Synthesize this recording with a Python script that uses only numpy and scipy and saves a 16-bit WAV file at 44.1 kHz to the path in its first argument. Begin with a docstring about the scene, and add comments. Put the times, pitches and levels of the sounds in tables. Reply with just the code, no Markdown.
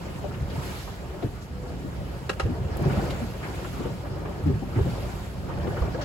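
"""A sailboat runs through rough sea, heard from the open deck. From the start wind rumbles on the
microphone and wave after wave churns along the side, throws spray and leaves hissing foam. Wavelets
slap, pockets of air plop, splashes land close by and heavy water booms on the hull, on and off
throughout. At 1.5 s a gust briefly sounds a hollow tube; at 2.3 s a piece of rigging clacks twice.
The biggest wave breaks near 3 s, and smaller ones roll by to the end."""
import sys
import numpy as np
from scipy import signal
from scipy.fft import rfft, irfft
from scipy.io import wavfile
from scipy.ndimage import uniform_filter1d

SR = 44100
rng = np.random.default_rng(int(sys.argv[2]) if len(sys.argv) > 2 else 0)


def bounce(signal):
    """Save signal as a 16-bit WAV file at the path given by the first command-line argument."""
    frames = np.transpose(np.atleast_2d(signal))
    limited = np.clip(frames, -1, 1)
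    pcm = np.round(limited * 32767).astype(np.int16)
    wavfile.write(sys.argv[1], SR, pcm)


N = 266540
TIME = np.arange(N) / SR

# where each register sits in the stereo image: frequency_hz, pan_db (every pan is left minus right)
BALANCE = [(60, -1), (190, -1.5), (290, 5.5), (400, -1.5), (560, 2), (850, 2), (1800, -0.5), (2700, -1.5),
           (5500, -0.5), (9000, -13.5)]


def from_db(db):
    """Decibels to gain."""
    return 10 ** (np.asarray(db) / 20)


def rms_one(x):
    """Scale to rms 1."""
    return x / np.sqrt(np.mean(x ** 2) + 1e-20)


def at_hz(points, hz):
    """Read a curve on a log-frequency axis."""
    frequencies_hz, values = np.transpose(points)
    return np.interp(np.log(hz), np.log(frequencies_hz), values)


def panned(pan_db):
    """Left and right gains."""
    return from_db(np.array([[.5], [-.5]]) * pan_db)


def band_pass(sound, order, low_hz, high_hz):
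    """Keep one band of a sound."""
    edges_hz = np.minimum([low_hz, high_hz], .45 * SR)
    return signal.sosfilt(signal.butter(order, edges_hz, "band", fs=SR, output="sos"), sound)


def drift(rate_hz):
    """A smooth random wander of about rms 1."""
    step, run_in = 40, 2000
    pole = np.exp(-2 * np.pi * rate_hz * step / SR)
    white = rng.standard_normal(N // step + run_in + 2)
    slow = signal.lfilter([1], [1, -2 * pole, pole * pole], white)[run_in:]
    return np.interp(np.arange(N) / step, np.arange(len(slow)), rms_one(slow))


def spread(pair, hz):
    """Two unrelated signals become left and right, narrow in the bass and wide in the treble."""
    # how alike the two sides are: frequency_hz, correlation (capped at 0.99)
    likeness = [(60, 0.7), (130, 2), (290, 0.83), (640, 0.58), (1150, 0.27), (1550, -0.34), (2050, 0.23),
                (2600, .35), (3400, -0.16), (4400, -0.05), (6800, -0.15)]
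    alike = np.clip(at_hz(likeness, hz), -.99, .99)
    mid, side = np.sqrt(1 + alike) * pair[0], np.sqrt(1 - alike) * pair[1]
    return np.array([mid + side, mid - side]) * panned(at_hz(BALANCE, hz))


def turbulence(spectrum, patchy_db, flicker_hz, bands):
    """Stereo noise in bands that each flicker on their own; rms 1."""
    edges_hz = np.geomspace(spectrum[0][0], spectrum[-1][0], bands + 1)
    out, white = 0, rng.standard_normal((2, 2, N))
    for k, (low, high) in enumerate(zip(edges_hz, edges_hz[1:])):
        hz = np.sqrt(low * high)
        band = spread(band_pass(white[k % 2], 2, low, high), hz)
        out = out + band * from_db(at_hz(spectrum, hz) + patchy_db * drift(flicker_hz))
    return rms_one(out)


def wind(lift_db=2.5):
    """Eddies buffet the microphone with a low rumble."""
    # rise and fall of the gusts: time_s, level_db (before the lift)
    gusts = [(0.0, -38.5), (0.5, -34.5), (0.85, -39), (1.15, -38.5), (1.45, -40), (1.65, -36.5), (2.0, -35),
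             (2.33, -38.5), (2.94, -31.5), (3.4, -36.5), (4.07, -36.5), (4.35, -35.5), (4.67, -35.5),
             (5.15, -35.5), (5.38, -37.5), (5.58, -31), (5.9, -32.5), (6.04, -37.5)]
    # tone of the rumble: frequency_hz, relative_db
    rumble = [(22, -41), (35, -61), (50, -2.5), (70, -2.5), (100, -5.5), (150, -5.5), (200, -12),
              (300, -26), (600, -23)]
    level_db = np.interp(TIME, *np.transpose(gusts)) + lift_db
    return from_db(level_db) * turbulence(rumble, patchy_db=0.5, flicker_hz=4.4, bands=9)


def swell_db(peaks_s, falls_s, peaks_db, trough_db, steepness, rise_over_fall=.8):
    """Every wave builds faster than it dies, along a bell; their powers add above the trough's."""
    t = TIME[::100]
    power = from_db(trough_db) ** 2
    for peak_s, fall_s, peak_db in zip(peaks_s, falls_s, peaks_db):
        age = (t - peak_s) / fall_s
        age = np.where(age < 0, age / rise_over_fall, age)
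        power = power + from_db(peak_db) ** 2 / (1 + age ** 2 / steepness) ** (1.5 * steepness)
    return np.interp(TIME, t, 10 * np.log10(power))


def wave_levels(foam_lag_s=.11, mean_spray_db=-44.5):
    """Each wave churns first, then leaves hissing foam; spray follows both. Three level curves in dB."""
    # waves passing along the hull: crest_s, churn_fall_s, churn_db, foam_db, foam_fall_s
    waves = [(0.0, .2, -39.5, -52, .25), (0.248, .15, -40, -58, .2), (0.60, .145, -36, -43.5, .2),
             (1.119, .2, -41, -55, .29), (1.692, .12, -41, -56, .25), (2.078, .28, -41.5, -54.5, .4),
             (2.541, .11, -38, -66, .16), (2.922, .22, -29.5, -46, .3), (3.523, .22, -37, -47, .32),
             (3.836, .09, -36, -65, .13), (4.262, .3, -36.5, -57, .4), (4.918, .25, -35, -48, .36),
             (5.519, .08, -35, -55, .12), (5.70, .12, -32, -52.5, .15), (5.958, .17, -35, -53, .25)]
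    crests_s, churn_falls_s, churns_db, foams_db, foam_falls_s = np.transpose(waves)
    churn_db = swell_db(crests_s, churn_falls_s, churns_db, trough_db=-46, steepness=2.3)
    foam_db = swell_db(crests_s + foam_lag_s, foam_falls_s, foams_db, trough_db=-56, steepness=5.0)
    spray_db = mean_spray_db + .53 * (churn_db - churn_db.mean()) + .42 * (foam_db - foam_db.mean())
    return churn_db, spray_db, foam_db


def bubbles(spectrum, activity, cycles, scatter_db, glide, count):
    """Bubbles of all sizes ring down 60 dB in `cycles`, rising in pitch near the surface; rms 1."""
    out = np.zeros((2, N))
    when, pitch, size, pan, lag = rng.random((count, 5)).T
    # more are born where the water is busier
    births = np.searchsorted(np.cumsum(activity) / np.sum(activity), when)
    pitches_hz = spectrum[1][0] * (spectrum[-2][0] / spectrum[1][0]) ** pitch
    gains = from_db(at_hz(spectrum, pitches_hz) - scatter_db * np.log(.035 + size)) * pitches_hz
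    pans_db = at_hz(BALANCE, pitches_hz) + 8 * (pan - .5)
    lags_s = (lag - .5) * 0.000965
    for group in np.array_split(np.argsort(pitches_hz), 10):
        hz = pitches_hz[group, None]
        t = np.arange(int(cycles / hz.min() * SR)) / SR
        samples = births[group, None] + np.arange(len(t))
        for channel, side in enumerate((.5, -.5)):
            delay_s = np.maximum(2 * side * lags_s[group, None], 0)
            turns = np.maximum(t - delay_s, 0) * hz
            envelope = (1 - np.exp(-2 * turns)) * np.exp(-np.log(1000) * turns / cycles)
            ring = envelope * np.sin(2 * np.pi * turns * (1 + glide * turns / cycles))
            ring *= (gains[group] * from_db(side * pans_db[group]))[:, None]
            out[channel] += np.bincount(samples.ravel(), ring.ravel(), N)[:N]
    return rms_one(out)


def wash(churn_db, spray_db, foam_db):
    """Tumbling water gurgles, its crests spatter, and the foam left behind fizzes."""
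    # dark body of the churning water: frequency_hz, relative_db
    churn_tone = [(100, 9), (180, -39), (270, -5), (380, 2.5), (465, -9.5), (560, 2), (670, -13),
                  (850, -8.5), (1100, -23), (1600, -20), (3000, -49)]
    # midrange of the spray: frequency_hz, relative_db
    spray_tone = [(500, 6), (900, 3), (1350, 3.5), (2000, -3.5), (2700, -6), (3500, -18), (5000, -10),
                  (7000, -55)]
    # bright hiss of the foam: frequency_hz, relative_db
    foam_tone = [(1500, 9), (3000, 11.5), (4400, 8), (6000, 3.5), (7800, 3.5), (10500, -7.5), (13000, 2.5),
                 (16000, -24)]
    tumble_db = drift(14)   # each small collapse lifts churn and, slightly, spray
    gurgle = bubbles(churn_tone, from_db(churn_db / 2), cycles=41, scatter_db=1.5, glide=.11, count=1200)
    spatter = bubbles(spray_tone, from_db(spray_db / 2), cycles=35, scatter_db=6, glide=.017, count=2200)
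    fizz = bubbles(foam_tone, from_db(foam_db / 2), cycles=4.1, scatter_db=4.5, glide=.051, count=9000)
    roar = turbulence(churn_tone, patchy_db=0.5, flicker_hz=9.5, bands=12)
    rush = turbulence(spray_tone, patchy_db=2.5, flicker_hz=17.4, bands=10)
    hiss = turbulence(foam_tone, patchy_db=1.53, flicker_hz=20, bands=10)
    churn = from_db(churn_db + tumble_db) * (from_db(-4.5) * roar + from_db(-7) * gurgle)
    spray = from_db(spray_db + 0.13 * tumble_db) * (from_db(-2) * rush + from_db(-12.5) * spatter)
    foam = from_db(foam_db) * (from_db(-2.5) * hiss + from_db(-13.5) * fizz)
    return churn + spray + foam


def water_blows(hits, octaves, splatter_db):
    """Water strikes and traps air: a short throb around one pitch, with a faint wide splatter."""
    out, size = np.zeros((2, N + SR)), SR // 4
    t = np.arange(size) / SR
    noises = rng.standard_normal((len(hits), 4, 2 * size))
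    for (start_s, level_db, hz, swell_s, pan_db), white in zip(hits, noises):
        throb = spread(band_pass(white[:2], 3, hz / 2 ** (octaves / 2), hz * 2 ** (octaves / 2)), hz)
        # even out the noise so that the envelope shapes the hit
        power = uniform_filter1d(np.mean(throb ** 2, axis=0), int(SR * max(1.5 / hz, .004)))
        throb = throb / np.sqrt(power + 1e-12)
        splatter = rms_one(band_pass(white[2:], 1, hz / 2, 2 * hz))
        sound = throb * panned(pan_db - at_hz(BALANCE, hz)) + from_db(splatter_db) * splatter
        envelope = t / swell_s * np.exp(1 - t / swell_s)
        start = int(start_s * SR)
        out[:, start:start + size] += from_db(level_db) * envelope * sound[:, size:]
    return out[:, :N]


def slaps(swell_cycles=2.87):
    """Wavelets clap against the side, each ringing its pocket of air; small pockets speak faster."""
    # wavelet claps: start_s, level_db, pitch_hz, pan_db
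    claps = [(0.239, -30, 457, 1), (1.222, -33.5, 540, 0), (1.228, -26, 317, 5), (1.246, -30.5, 268, 4),
             (1.842, -33.5, 232, 4), (2.452, -30.5, 336, 3.5), (2.487, -27.5, 223, 3), (2.848, -33, 406, 3),
             (3.022, -28.5, 404, 0), (3.210, -28, 201.6, 1), (3.794, -28.5, 294, 3), (3.854, -34, 390, 13),
             (4.398, -45, 580, -2), (4.457, -24.5, 229, 9), (4.492, -30, 294, 9), (4.617, -31, 264, 8),
             (4.754, -29, 230, 0), (4.784, -30, 372, 11), (4.854, -29, 308, 6), (5.667, -30.5, 296.7, 8),
             (5.818, -30.5, 500, 5), (5.944, -32.5, 560, -7), (5.985, -32, 600, 4)]
    hits = [(start_s, level_db, hz, swell_cycles / hz, pan_db) for start_s, level_db, hz, pan_db in claps]
    return water_blows(hits, octaves=0.92, splatter_db=-22)


def plops(swell_cycles=3.5, glide=0.024):
    """A pocket of air pinches off and rings one hollow note that climbs a little."""
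    # clear-ringing air pockets: start_s, peak_db, pitch_hz, pan_db
    pockets = [(0.248, -31.5, 554, 14), (0.312, -43, 900, 3), (0.555, -36.5, 867, 2), (1.872, -43, 560, 15),
               (2.966, -35, 1250, 2), (2.991, -29.5, 734, 7), (3.008, -37, 1420, 0), (3.064, -43, 1210, 2),
               (4.500, -24, 382, 8), (4.624, -38, 740, 11), (4.791, -24.5, 375, -3), (5.672, -46, 810, 15),
               (5.82, -32, 1110, -3), (5.871, -32, 581, 1.5), (5.946, -37, 1536, -5),
               (5.947, -28.5, 500, 1), (5.986, -29.5, 564, 3.5)]
    out, t = np.zeros((2, N + SR)), np.arange(SR // 8) / SR
    for start_s, peak_db, hz, pan_db in pockets:
        age, start = t * hz / swell_cycles, int(start_s * SR)
        turns = np.cumsum(hz * (1 + glide * age)) / SR
        note = age * np.exp(1 - age) * np.sin(2 * np.pi * turns)
        out[:, start:start + len(t)] += from_db(peak_db) * panned(pan_db) * note
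    return out[:, :N]


def splashes(pan_db=0):
    """Thrown water lands near the microphone."""
    # splashes and drops: start_s, level_db, pitch_hz, swell_s
    landings = [(0.337, -45, 1800, 0.0069), (0.496, -46.5, 3200, 0.0086), (0.55, -60, 852, 0.025),
                (0.66, -50, 780, 0.045), (0.6, -54.5, 4000, 0.045), (0.78, -50.5, 3780, .035),
                (0.873, -38.5, 844, 0.009), (1.221, -47, 2700, .006), (1.41, -54.5, 5020, .012),
                (1.222, -45, 719, 0.0041), (2.769, -36.5, 10800, 0.0017), (2.822, -45, 9000, 0.0026),
                (2.836, -35.5, 910, .007), (2.897, -35.5, 1000, 0.0057), (3.102, -37.5, 2820, 0.0052),
                (3.104, -46, 7960, .004), (3.425, -38, 1570, 0.014), (3.645, -36.5, 1200, 0.0051),
                (4.048, -38.5, 850, 0.0073), (4.249, -35.5, 740, 0.0056), (4.254, -46.5, 1700, .006),
                (4.537, -48, 1700, .007), (4.752, -40.5, 1410, 0.011), (4.779, -33.5, 635, 0.0065),
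                (5.485, -37.5, 870, 0.014), (5.669, -41, 1020, 0.0032), (5.671, -46, 2300, 0.0036),
                (5.672, -56, 8000, 0.022), (5.766, -36, 1153, 0.0063), (5.818, -38, 770, 0.023),
                (5.942, -46, 1550, 0.0068), (6.008, -38, 1080, 0.0082), (6.010, -40.5, 3780, 0.01)]
    return water_blows([(*hit, pan_db) for hit in landings], octaves=1.25, splatter_db=-19)


def thumps(pan_db=-1):
    """Heavy water booms on the hull; a big wave lands in several quick blows."""
    # hull booms: start_s, level_db, pitch_hz, swell_s
    booms = [(0.406, -22.5, 80.9, 0.011), (0.573, -25.5, 103, 0.01), (1.243, -21.5, 96, 0.0067),
             (1.282, -28.5, 85, 0.0076), (2.426, -24, 91, 0.015), (2.452, -17.5, 86.6, 0.0084),
             (2.516, -24, 80, 0.0093), (2.599, -23.5, 110, 0.012), (2.646, -28.5, 101.3, .01),
             (2.811, -21.5, 129, 0.0094), (2.855, -18, 130, .012), (2.898, -22.5, 122, 0.011),
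             (2.97, -19.5, 130, 0.0096), (3.905, -30, 148, 0.016), (4.424, -24, 84.5, .012),
             (4.454, -19, 111, .025), (4.533, -22.5, 120.5, 0.013), (4.763, -17.5, 94.7, 0.01),
             (4.808, -18, 79.6, 0.0091), (4.842, -24, 125, 0.025), (5.677, -25, 87, 0.011),
             (5.811, -17.5, 56, 0.0093)]
    return water_blows([(*hit, pan_db) for hit in booms], octaves=0.84, splatter_db=-25.5)


def tube_whistle(start_s=1.504, end_s=1.784, fade_s=0.066, pitch_hz=494, level_db=-43):
    """A gust blows across an open tube and sounds one soft, wavering note."""
    blown = np.clip(np.minimum(TIME - start_s, end_s - TIME) / fade_s, 0, 1)
    turns = np.cumsum(pitch_hz * (1 + 0.0031 * drift(10))) / SR
    return from_db(level_db) * blown * np.sin(2 * np.pi * turns)


def rigging(contact_s=0.0046, tail_s=0.034, tail_db=-13, ring_db=-0.2, crack_db=-2.5, wobble=0.026):
    """Rigging snaps taut: a brief rattling contact, then a dry ring that wavers with the load."""
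    # the two clacks: start_s, level_db
    clacks = [(2.2922, -27.5), (2.396, -28)]
    # ringing modes of the hardware: pitch_hz, relative_db, t60_s, pan_db
    modes = [(354, -3, .07, -4), (420, -3, 0.046, -17), (526, 0, .09, -7), (773, -3, 0.065, 6),
             (859, -5, 0.058, 7), (1107, -9, 0.068, -4), (1260, 3, 0.039, 5), (1360, 4, .037, 5),
             (1480, -6, 0.026, -3), (1666, -2, .04, -6), (1920, -5, .036, 8), (2720, -0.5, .035, -5),
             (2670, -3, 0.028, 14), (2814, -7, 0.065, 10), (3840, -12, 0.017, 2), (3975, -3, 0.022, 9)]
    # tone of the contact noise: frequency_hz, relative_db
    crack_tone = [(250, 17), (450, 11.5), (1500, 12.5), (3000, 4), (4300, 3), (6000, -2), (10000, -19),
                  (16000, -42)]
    rattle, rings, t = np.zeros(N), np.zeros((2, N)), np.arange(SR // 4) / SR
    attack = 1 - np.exp(-(t / contact_s) ** 2)
    clack_phases = rng.uniform(0, 2 * np.pi, (len(clacks), len(modes), 2, 1))
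    for (start_s, level_db), phases in zip(clacks, clack_phases):
        age, start = np.maximum(TIME - start_s, 0), int(start_s * SR)
        rattle += from_db(level_db + crack_db) * age / contact_s * np.exp(1 - age / contact_s)
        rattle += from_db(level_db + tail_db) * (age > 0) * np.exp(-age / tail_s)
        for (hz, mode_db, t60_s, pan_db), phase in zip(modes, phases):
            decay = np.exp(-np.log(1000) * np.maximum(t - contact_s, 0) / t60_s)
            turns = np.cumsum(hz * (1 + wobble * drift(140)[:len(t)])) / SR
            ring = attack * decay * np.sin(2 * np.pi * turns + phase[0] + phase / 4)
            rings[:, start:start + len(t)] += from_db(level_db + mode_db + ring_db) * panned(pan_db) * ring
    return rings + rattle * turbulence(crack_tone, patchy_db=1, flicker_hz=20, bands=8)


def deck(sound, lowest_hz=350):
    """Cabin side, coaming and sail throw back a few quick echoes; the bass passes around them."""
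    # early reflections: left_delay_s, right_delay_s, level_db
    echoes = [(.0017, 0.0025, -34), (.0043, 0.0048, -13), (.0089, 0.0055, -15), (0.0191, 0.036, -12.5)]
    bright = signal.sosfilt(signal.butter(2, lowest_hz, "high", fs=SR, output="sos"), sound)
    out = sound.copy()
    for left_s, right_s, level_db in echoes:
        for channel, delay_s in enumerate((left_s, right_s)):
            lag = int(delay_s * SR)
            out[channel, lag:] += from_db(level_db) * bright[channel, :N - lag]
    return out


def scene():
    """Sea and rigging echo off the deck; the wind and the tube stay dry."""
    sea = wash(*wave_levels()) + thumps() + slaps() + plops() + splashes()
    return wind() + deck(sea + rigging()) + tube_whistle()


def record(dry, lag_s=.000217, cutoff_hz=15800):
    """The left port leads in the bass; up high it mostly follows the right, inverted and late."""
    # phase lead of the left microphone port: frequency_hz, lead_radians
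    port_lead = [(25, 0.17), (110, 0.2), (250, 1), (450, 0), (700, 0.067), (1200, 0.092)]
    hz, (left, right) = np.fft.rfftfreq(N, 1 / SR), rfft(dry)
    left = left * np.exp(1j * at_hz(port_lead, hz + 1))
    bleed = np.interp(hz, [5500, 9000], [0, .85])
    left = np.sqrt(1 - bleed ** 2) * left - bleed * right * np.exp(-2j * np.pi * hz * lag_s)
    high_cut = signal.ellip(10, .1, 95, cutoff_hz, fs=SR, output="sos")
    return signal.sosfilt(high_cut, irfft([left, right], N))


dry = scene()
out = record(dry)
bounce(out)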